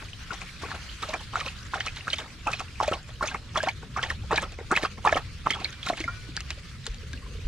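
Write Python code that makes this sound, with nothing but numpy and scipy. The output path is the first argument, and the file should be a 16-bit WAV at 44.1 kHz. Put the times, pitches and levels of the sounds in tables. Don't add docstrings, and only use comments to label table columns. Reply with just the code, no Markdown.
import sys
import numpy as np
from scipy import signal
from scipy.io import wavfile
from scipy.ndimage import uniform_filter1d

SR = 44100
rng = np.random.default_rng(int(sys.argv[2]) if len(sys.argv) > 2 else 0)


def magnitude_from_level(level_db):
    exponent = np.asarray(level_db, float) / 20
    return 10 ** exponent


def master_out(mix):
    frames = np.transpose(np.atleast_2d(mix))
    ceiling = np.clip(frames, -1, 1)
    pcm = np.round(ceiling * 32767).astype(np.int16)
    wavfile.write(sys.argv[1], SR, pcm)


N = 329679

# [t/s, relative froth level/dB, relative spray level/dB, froth t60/s]
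STROKES = [(0.019, -23, -55, 0.037), (.308, -16, -43, 0.045), (.332, -21, -25.5, 0.04),
           (0.412, -26, -29, 0.071), (0.619, -26.5, -36.5, 0.52), (0.705, -36, -34, .19),
           (0.749, -19, -33, 0.033), (1.025, -19, -23, 0.091), (1.088, -26, -29, .15),
           (1.135, -13.5, -31.5, 0.068), (1.205, -27, -34, 0.05), (1.332, -23, -48, 0.14),
           (1.358, -27.5, -28.5, 0.28), (1.402, -30, -23.5, 0.075), (1.459, -18, -29, 0.045),
           (1.477, -48, -24, 0.038), (1.737, -19.5, -30, 0.22), (1.803, -38, -21.5, 0.075),
           (1.862, -23, -19.5, 0.075), (1.962, -37, -29, 0.32), (2.076, -17.5, -39, .052),
           (2.101, -32, -29, .04), (2.131, -24, -17.5, 0.046), (2.183, -26.5, -26.5, 0.28),
           (2.47, -12.5, -34, 0.1), (2.515, -25, -25, .06), (2.531, -31.5, -23.5, 0.08),
           (2.595, -20.5, -25, 0.096), (2.802, -19, -33, 0.06), (2.828, -20, -24, 0.11),
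           (2.877, -14.5, -23, 0.035), (2.913, -17.5, -35, 0.16), (2.934, -31, -25, 0.042),
           (3.087, -30, -41, 0.071), (3.209, -22, -47, 0.041), (3.225, -11.5, -32, 0.082),
           (3.257, -31, -25, 0.042), (3.273, -31, -25.5, 0.36), (3.343, -14, -37, 0.056),
           (3.551, -14.5, -38, 0.15), (3.574, -14, -19, 0.03), (3.63, -19, -21, 0.06),
           (3.669, -11, -55, 0.068), (3.686, -23, -19.5, 0.032), (3.826, -22.5, -56, 0.044),
           (3.967, -13.5, -33, 0.1), (4.027, -21, -23.5, 0.19), (4.101, -18, -19.5, 0.057),
           (4.238, -23.5, -65, 0.029), (4.311, -10, -45, 0.13), (4.329, -33, -27, 0.084),
           (4.359, -41, -17.5, 0.066), (4.376, -11.5, -25, 0.032), (4.419, -17, -24.5, 0.13),
           (4.521, -29, -33.5, 0.04), (4.583, -27.5, -54, 0.14), (4.713, -3.5, -28.5, 0.067),
           (4.764, -13, -15.5, 0.1), (4.829, -10, -22, 0.068), (4.849, -27, -25.5, 0.083),
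           (4.98, -21.5, -55, 0.022), (5.051, -9.5, -28, .15), (5.074, -25, -26, 0.12),
           (5.123, -10, -24, 0.031), (5.146, -45, -36, 0.028), (5.159, -10, -39, 0.067),
           (5.171, -25, -26, 0.12), (5.46, -10.5, -44, 0.063), (5.507, -11.5, -14.5, 0.019),
           (5.536, -28, -37, 0.38), (5.601, -25, -33.5, 0.14), (5.643, -46, -27, .087),
           (5.727, -56, -28.5, 0.041), (5.83, -32, -28, 0.023), (5.863, -17.5, -23.5, 0.034),
           (5.887, -14.5, -18.5, 0.037), (5.899, -10.5, -62, 0.028), (5.93, -14, -47, 0.03),
           (5.972, -28, -25.5, 0.093), (6.004, -24, -22, 0.029), (6.04, -21.5, -33, .028),
           (6.079, -27, -47, 0.044)]
# [t/s, relative spray level/dB]
DRIPS = [(6.3666, -21), (6.4057, -26.5), (6.477, -63), (6.5053, -18), (6.8663, -22), (6.9444, -34.5),
         (7.132, -31.5)]


def evened(x):
    return x / np.sqrt(np.mean(x ** 2) + 1e-20)


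def read(points, hz):
    f, value = np.transpose(points)
    return np.interp(np.log(hz + 1), np.log(f + 1), value)


def add(mix, s, sound):
    part = mix[max(round(s * SR), 0):][:len(sound)]
    part += sound[:len(part)]


def ring(hz, t60, rise_s, glide=0.):
    t = np.arange(int(t60 * SR) + 64) / SR
    shape = (1 - np.exp(-t / max(rise_s, 1e-5))) * magnitude_from_level(-60 * t / t60)
    phase = 2 * np.pi * hz * t * (1 + glide * t / t60)
    return shape / shape.max() * np.sin(phase)


def coloured(points, patchy_db, swell_db, likeness, size, count):
    hz = np.fft.rfftfreq(size, 1 / SR)
    a, b, c, d, patches = rng.standard_normal((4 * N // size + 5, len(hz), 5)).T
    flicker = evened(uniform_filter1d(patches[0], size=4))
    patches = uniform_filter1d(patches, size=count, axis=0)
    patches = evened(uniform_filter1d(patches, size=8, axis=1))
    same = np.clip(read(likeness, hz), -1, 1)[:, None]
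    left = a + 1j * b
    right = same * left + np.sqrt(1 - same ** 2) * (c + 1j * d)
    level_db = read(points, hz)[:, None] + patchy_db * patches + swell_db * flicker
    z = np.array([left, right]) * magnitude_from_level(level_db)
    return evened(signal.istft(z, nperseg=size, noverlap=size * 3 // 4)[1][:, :N])


def swarm(drive, points, per_s, spread_db, cycles):
    scatter = magnitude_from_level(spread_db * np.minimum(rng.exponential(1, N), 4))
    size = drive * scatter * (rng.random(N) < per_s / SR)
    pitches = np.geomspace(points[0][0], points[-1][0], num=20)
    kind, out = rng.integers(0, len(pitches), N), np.zeros(N)
    for k, hz in enumerate(pitches):
        grain = magnitude_from_level(read(points, hz)) * ring(hz, min(cycles / hz, .035), 1.5 / hz, .15)
        out += signal.oaconvolve(size * (kind == k), grain)[:N]
    return out


def night():
    # [f/Hz, relative level/dB per Hz]
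    rumble_bands = [(12, -34), (20, -3), (54, 6), (81, 5), (149, -3), (340, -18.5), (471, -19.5),
                    (600, -24.5), (780, -100), (1320, -120)]
    hiss_bands = [(240, -37), (400, -34), (474, -14), (687, -6), (893, -9.5), (1010, -2.5), (1380, 3),
                  (4440, -0.5), (9610, -15), (13900, -28.5), (14800, -30), (16000, -63)]
    # [f/Hz, relative level/dB]
    trickle_bands = [(900, -18), (1500, -2), (2400, 17), (4500, 9.5), (7000, 11)]
    # [f/Hz, correlation]
    likeness = [(25, .8), (70, .92), (200, .94), (550, .8), (1650, .65), (5000, .2), (15000, .15)]
    # [t/s, rumble level/dB, hiss level/dB]
    drift = [(0.0, -43, -47.5), (0.89, -42.5, -44.5), (3.25, -42, -51), (5.04, -40, -50.5),
             (5.95, -40.5, -48), (6.62, -41, -49), (7.48, -38, -49.5)]
    s, rumble_db, hiss_db = np.transpose(drift)
    t = np.arange(N) / SR
    rumble = coloured(rumble_bands, 3., .6, likeness, size=4096, count=2)
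    hiss = coloured(hiss_bands, 2.2, 1.3, likeness, size=1024, count=14)
    flow = magnitude_from_level(4.5 * evened(uniform_filter1d(rng.standard_normal(N), size=3000)))
    trickle = np.array([swarm(flow, trickle_bands, 500, 6.7, 53.0) for _ in range(2)])
    trickle = magnitude_from_level(-8.5) * evened(trickle)
    watery = hiss + trickle + 0.33 * trickle[::-1]
    return rumble * magnitude_from_level(np.interp(t, s, rumble_db)) + watery * magnitude_from_level(np.interp(t, s, hiss_db))


def hum():
    t = np.arange(N) / SR
    drift = evened(uniform_filter1d(rng.standard_normal(N), size=9000))
    turns = np.cumsum(129.6 + 1.2 * drift) / SR
    return magnitude_from_level(-52.5) * np.clip(t / 1.9, .3, 1) * np.sin(2 * np.pi * turns)


def deck(x):
    taps = np.zeros((2, 6000))
    at = np.arange(40, 5980, 20) + rng.integers(0, 20, (2, 297))
    np.put_along_axis(taps, at, rng.choice([-1., 1.], at.shape), 1)
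    tail = taps * magnitude_from_level(-60 * np.arange(6000) / SR / .06)
    tail = tail / np.linalg.norm(tail[0])
    tail = signal.lfilter([1, -.8], [1], tail)
    return signal.fftconvolve(x[None], tail, axes=1)[:, :N]


def creak():
    # [t/s, peak level/dB, f/Hz]
    slips = [(7.225, -47, 1100), (7.262, -43, 1030), (7.281, -49, 433), (7.312, -46, 490),
             (7.351, -39.5, 447), (7.388, -43.5, 453)]
    out = np.zeros(N)
    for s, db, hz in slips:
        add(out, s, magnitude_from_level(db) * ring(hz, 0.039, 0.003))
    return out


def footfalls():
    # [t/s, peak level/dB, f/Hz]
    heels = [(6.89, -27, 41.8), (7.347, -33, 44.4), (7.449, -22, 37.3)]
    out = np.zeros(N)
    for s, db, hz in heels:
        add(out, s, magnitude_from_level(db) * ring(hz, 0.13, 0.017))
    return out


def paws():
    # [t/s, peak level/dB, f/Hz]
    pads = [(6.056, -35.5, 257), (6.288, -36, 298), (6.575, -44, 560), (6.875, -38, 445), (7.032, -43, 420),
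            (7.138, -36.5, 260)]
    out = np.zeros(N)
    for s, db, hz in pads:
        add(out, s, magnitude_from_level(db) * ring(hz, 0.038, 0.004))
    return out


def bowl():
    # [f/Hz, relative level/dB, t60/s]
    modes = [(690, 4, 0.46), (1120, -7, 0.48), (1475, -7.5, 1.0), (1870, -2, 0.27), (2350, 3, 0.62),
             (2970, 4, 0.73)]
    # [t/s, level before the mode levels/dB, favoured f/Hz]
    knocks = [(5.54, -55, 2960), (5.726, -53, 2400), (5.99, -54, 2300), (6.032, -50.5, 2350),
              (6.077, -34, 1520)]
    out = np.zeros(N)
    for s, db, best_hz in knocks:
        for hz, mode_db, t60 in modes:
            pair = ring(hz, t60, .002) + .3 * ring(hz * 1.007, t60, .002)
            off_db = -27 * abs(np.log2(hz / best_hz))
            add(out, s, magnitude_from_level(db + mode_db + off_db) * pair)
    return out


def blows():
    strokes = [(s, froth_db, spray_db, t60, .035 + .25 * t60) for s, froth_db, spray_db, t60 in STROKES]
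    drips = [(s, db - 2.5, db, 0.025, 0.025) for s, db in DRIPS]
    return np.transpose(strokes + drips)


def stirring(events, rise_s, slosh_db, slosh_s):
    build_s, build_db = 0.0052, -14
    out, before = np.zeros(N), np.arange(-4 * build_s, 0, 1 / SR)
    for s, db, t60 in events:
        t60 = max(t60, .01)
        t = np.arange(int(t60 * SR)) / SR
        add(out, s, magnitude_from_level(db - 60 * t / t60) * (1 - np.exp(-t / rise_s)))
        add(out, s + before[0], magnitude_from_level(db + build_db) * np.exp(before / build_s))
    spread = signal.windows.hann(int(slosh_s * SR))
    slosh = abs(signal.oaconvolve(out, spread / spread.sum(), "same"))
    return out + magnitude_from_level(slosh_db) * slosh


def ticks(times, levels_db):
    t, out = np.arange(300) / SR, np.zeros(N)
    band = signal.butter(3, [1300, 6800], "bandpass", fs=SR)
    for s, db, noise in zip(times, levels_db, rng.standard_normal((len(times), len(t)))):
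        crack = evened(signal.lfilter(*band, noise)) * magnitude_from_level(-60 * t / 0.0076)
        add(out, s, magnitude_from_level(db) * crack)
    return out


def mist():
    # [f/Hz, relative level/dB]
    mist_bands = [(5000, 4.5), (7500, 2), (10000, -6.5), (13000, -17), (15500, -18)]
    # [t/s, level/dB]
    closeness = [(0, 2.5), (2.4, 4), (4.2, 1.5), (4.77, 1.5), (5.2, 2), (7.48, 1.5)]
    s, froth_db, spray_db, _, t60 = blows()
    mist_db = -28 + 0.48 * froth_db + 0.51 * spray_db
    fine = stirring(zip(s, mist_db, t60), 0.0012, -2.1, 0.11)
    fine = fine * magnitude_from_level(np.interp(np.arange(N) / SR, *np.transpose(closeness)))
    pair = np.array([swarm(fine, mist_bands, 2300, 4.85, 27.6) for _ in range(2)])
    return pair + 0.25 * pair[::-1]


def spray():
    # [f/Hz, relative level/dB]
    spray_bands = [(1500, -4.5), (2500, 2.5), (4000, 5), (6000, -7.5), (8000, -23)]
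    s, _, spray_db, _, t60 = blows()
    coarse = magnitude_from_level(-15) * stirring(zip(s, spray_db, t60), 0.0019, 0.13, 0.13)
    shared, left, right = (swarm(coarse, spray_bands, 2200, 3.5, 36.) for _ in range(3))
    crack_db = np.repeat([-5, 1.5], [len(STROKES), len(DRIPS)])
    shared = shared + ticks(s, spray_db + crack_db)
    return np.array([np.roll(shared, 2), shared]) + 0.18 * np.array([left, right])


def pushes():
    out = np.zeros(N)
    for (s, froth_db, _, _), hz in zip(STROKES, rng.uniform(135.84, 324, len(STROKES))):
        add(out, s, magnitude_from_level(froth_db - 20) * ring(hz, 0.029, 0.0019))
    return out


def froth():
    # [f/Hz, relative level/dB]
    froth_bands = [(250, -21), (500, -9.5), (1100, 0), (1700, -3), (2500, -7), (4000, -29), (7000, -22)]
    s, froth_db, _, t60, _ = blows()
    drive = stirring(zip(s, froth_db, t60), 0.0012, -2.65, 0.048)
    return magnitude_from_level(-18) * swarm(drive, froth_bands, 2000, 3.8, 25.4)


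def bubbles():
    # [t/s, peak level/dB, starting f/Hz, t60/s (at least 5 ms is used)]
    pockets = [(0.1325, -30, 2930, 0.0054), (0.306, -26.5, 1420, .043), (0.4166, -26.5, 2350, 0.0058),
               (0.633, -29, 360, 0.017), (0.7162, -24.5, 1550, 0.0089), (1.0336, -21, 1220, 0.019),
               (1.088, -31.5, 619, 0.12), (1.139, -22.5, 2340, 0.029), (1.138, -21.5, 1710, 0.0096),
               (1.3562, -12.5, 1270, 0.0079), (1.363, -27.5, 1446, 0.055), (1.4013, -32, 2420, .012),
               (1.412, -26, 1200, 0.029), (1.4628, -23, 2550, 0.0076), (1.7354, -19.5, 1010, 0.014),
               (1.7406, -16, 1440, 0.0085), (1.7553, -26.5, 753, 0.046), (1.8053, -20, 2970, 0.006),
               (1.8064, -16.5, 1760, 0.004), (1.8734, -24, 2380, .01), (1.8825, -21.5, 2440, 0.0076),
               (2.0802, -16.5, 1470, 0.0078), (2.1025, -21.5, 3880, 0.0057), (2.0715, -27, 1250, 0.018),
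               (2.1313, -18, 3060, 0.012), (2.133, -33, 620, 0.034), (2.184, -25.5, 3550, .018),
               (2.4683, -19, 890, 0.015), (2.4713, -21.5, 2530, .018), (2.4772, -20, 770, 0.027),
               (2.48, -18, 1265, 0.031), (2.5337, -20, 2480, 0.024), (2.6037, -23, 1210, 0.0098),
               (2.802, -12, 1025, 0.013), (2.811, -11, 920, 0.0067), (2.827, -21.5, 580, 0.015),
               (2.832, -23, 853, 0.059), (2.878, -25.5, 2420, 0.031), (2.8803, -15, 590, 0.045),
               (2.9142, -18.5, 460, .0072), (2.9252, -20, 550, 0.023), (2.933, -23, 2860, 0.0069),
               (3.2091, -20.5, 1070, 0.035), (3.226, -17, 1350, 0.016), (3.238, -23.5, 600, 0.038),
               (3.2738, -22.5, 6160, 0.0042), (3.286, -28.5, 2560, .018), (3.313, -29, 1564, 0.037),
               (3.3468, -22.5, 1140, 0.012), (3.5575, -16, 1120, 0.011), (3.5708, -23, 619, 0.073),
               (3.5725, -22.5, 3300, 0.023), (3.6035, -21, 1600, 0.035), (3.635, -21, 622, .047),
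               (3.6888, -17.5, 2260, 0.015), (3.963, -22, 1180, 0.034), (3.9926, -20, 1490, 0.013),
               (4.03, -17.5, 3150, 0.0045), (4.037, -17, 1870, 0.0096), (4.103, -17.5, 1820, .015),
               (4.3087, -16.5, 1010, 0.011), (4.326, -14, 1230, 0.0062), (4.3291, -18, 440, 0.041),
               (4.33, -21, 1035, 0.03), (4.361, -20, 3820, 0.0066), (4.3779, -12.5, 2330, .011),
               (4.382, -16.5, 1650, .018), (4.588, -28.5, 455, 0.011), (4.611, -30.5, 432, 0.025),
               (4.7131, -12, 1330, 0.0093), (4.7528, -20.5, 2180, 0.021), (4.763, -13.5, 2480, 0.016),
               (4.7744, -9, 1870, 0.0046), (4.83, -23, 2220, 0.0052), (4.836, -16, 427, 0.004),
               (4.8508, -15, 1195, 0.013), (5.0498, -11.5, 980, 0.023), (5.06, -15.5, 1170, 0.052),
               (5.0715, -9.5, 817, 0.016), (5.0744, -20, 1700, 0.043), (5.0742, -22, 2410, 0.026),
               (5.0927, -18, 2300, .0073), (5.1253, -14.5, 1685, 0.019), (5.1262, -14, 633, 0.021),
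               (5.156, -17.5, 553, 0.014), (5.1452, -24, 2920, 0.01), (5.1627, -27, 2250, .032),
               (5.1714, -23, 1120, 0.031), (5.4698, -8.5, 1040, 0.0068), (5.5041, -14.5, 2040, 0.0076),
               (5.5062, -18.5, 3080, 0.014), (5.526, -23, 2080, .008), (5.535, -21.5, 3250, 0.031),
               (5.6454, -13.5, 4020, 0.004), (5.6547, -22.5, 2240, 0.015), (5.8298, -23.5, 3280, 0.006),
               (5.8694, -25, 1330, 0.022), (5.9004, -15.5, 695, 0.03), (5.927, -27, 635, 0.038),
               (6.004, -27, 310, 0.052), (6.0406, -23, 2100, 0.015), (6.078, -23, 1362, 0.074),
               (6.081, -34, 1020, 0.078), (6.3668, -22.5, 4620, 0.004), (6.3743, -21.5, 1580, 0.0075),
               (7.134, -34.5, 1600, 0.042)]
    out = np.zeros(N)
    for s, db, hz, t60 in pockets:
        add(out, s, magnitude_from_level(db) * ring(hz, max(t60, .005), 0.0011, 0.058))
    return out


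def scene():
    # [t/s, left minus right level/dB]
    bearing = [(0.0, 7.5), (1.04, -1.0), (4.66, -0.5), (5.75, -2), (7.48, 5.5)]
    near = bubbles() + froth() + pushes() + bowl() + creak()
    lean_db = np.interp(np.arange(N) / SR, *np.transpose(bearing)) / 2
    direct = np.array([np.roll(near, 2), near])
    close = direct + spray() + mist() + magnitude_from_level(1.0) * deck(near)
    return close * magnitude_from_level([lean_db, -lean_db]) + footfalls() + paws() + hum() + night()


def low_pass(x):
    return signal.sosfilt(signal.butter(12, 16460, fs=SR, output="sos"), x)


def record(dry):
    edge = signal.firwin(511, 16000, window=("kaiser", 9), fs=SR)
    mix = signal.oaconvolve(dry, edge[None], "same")
    return low_pass(mix)


dry = scene()
out = record(dry)
master_out(out)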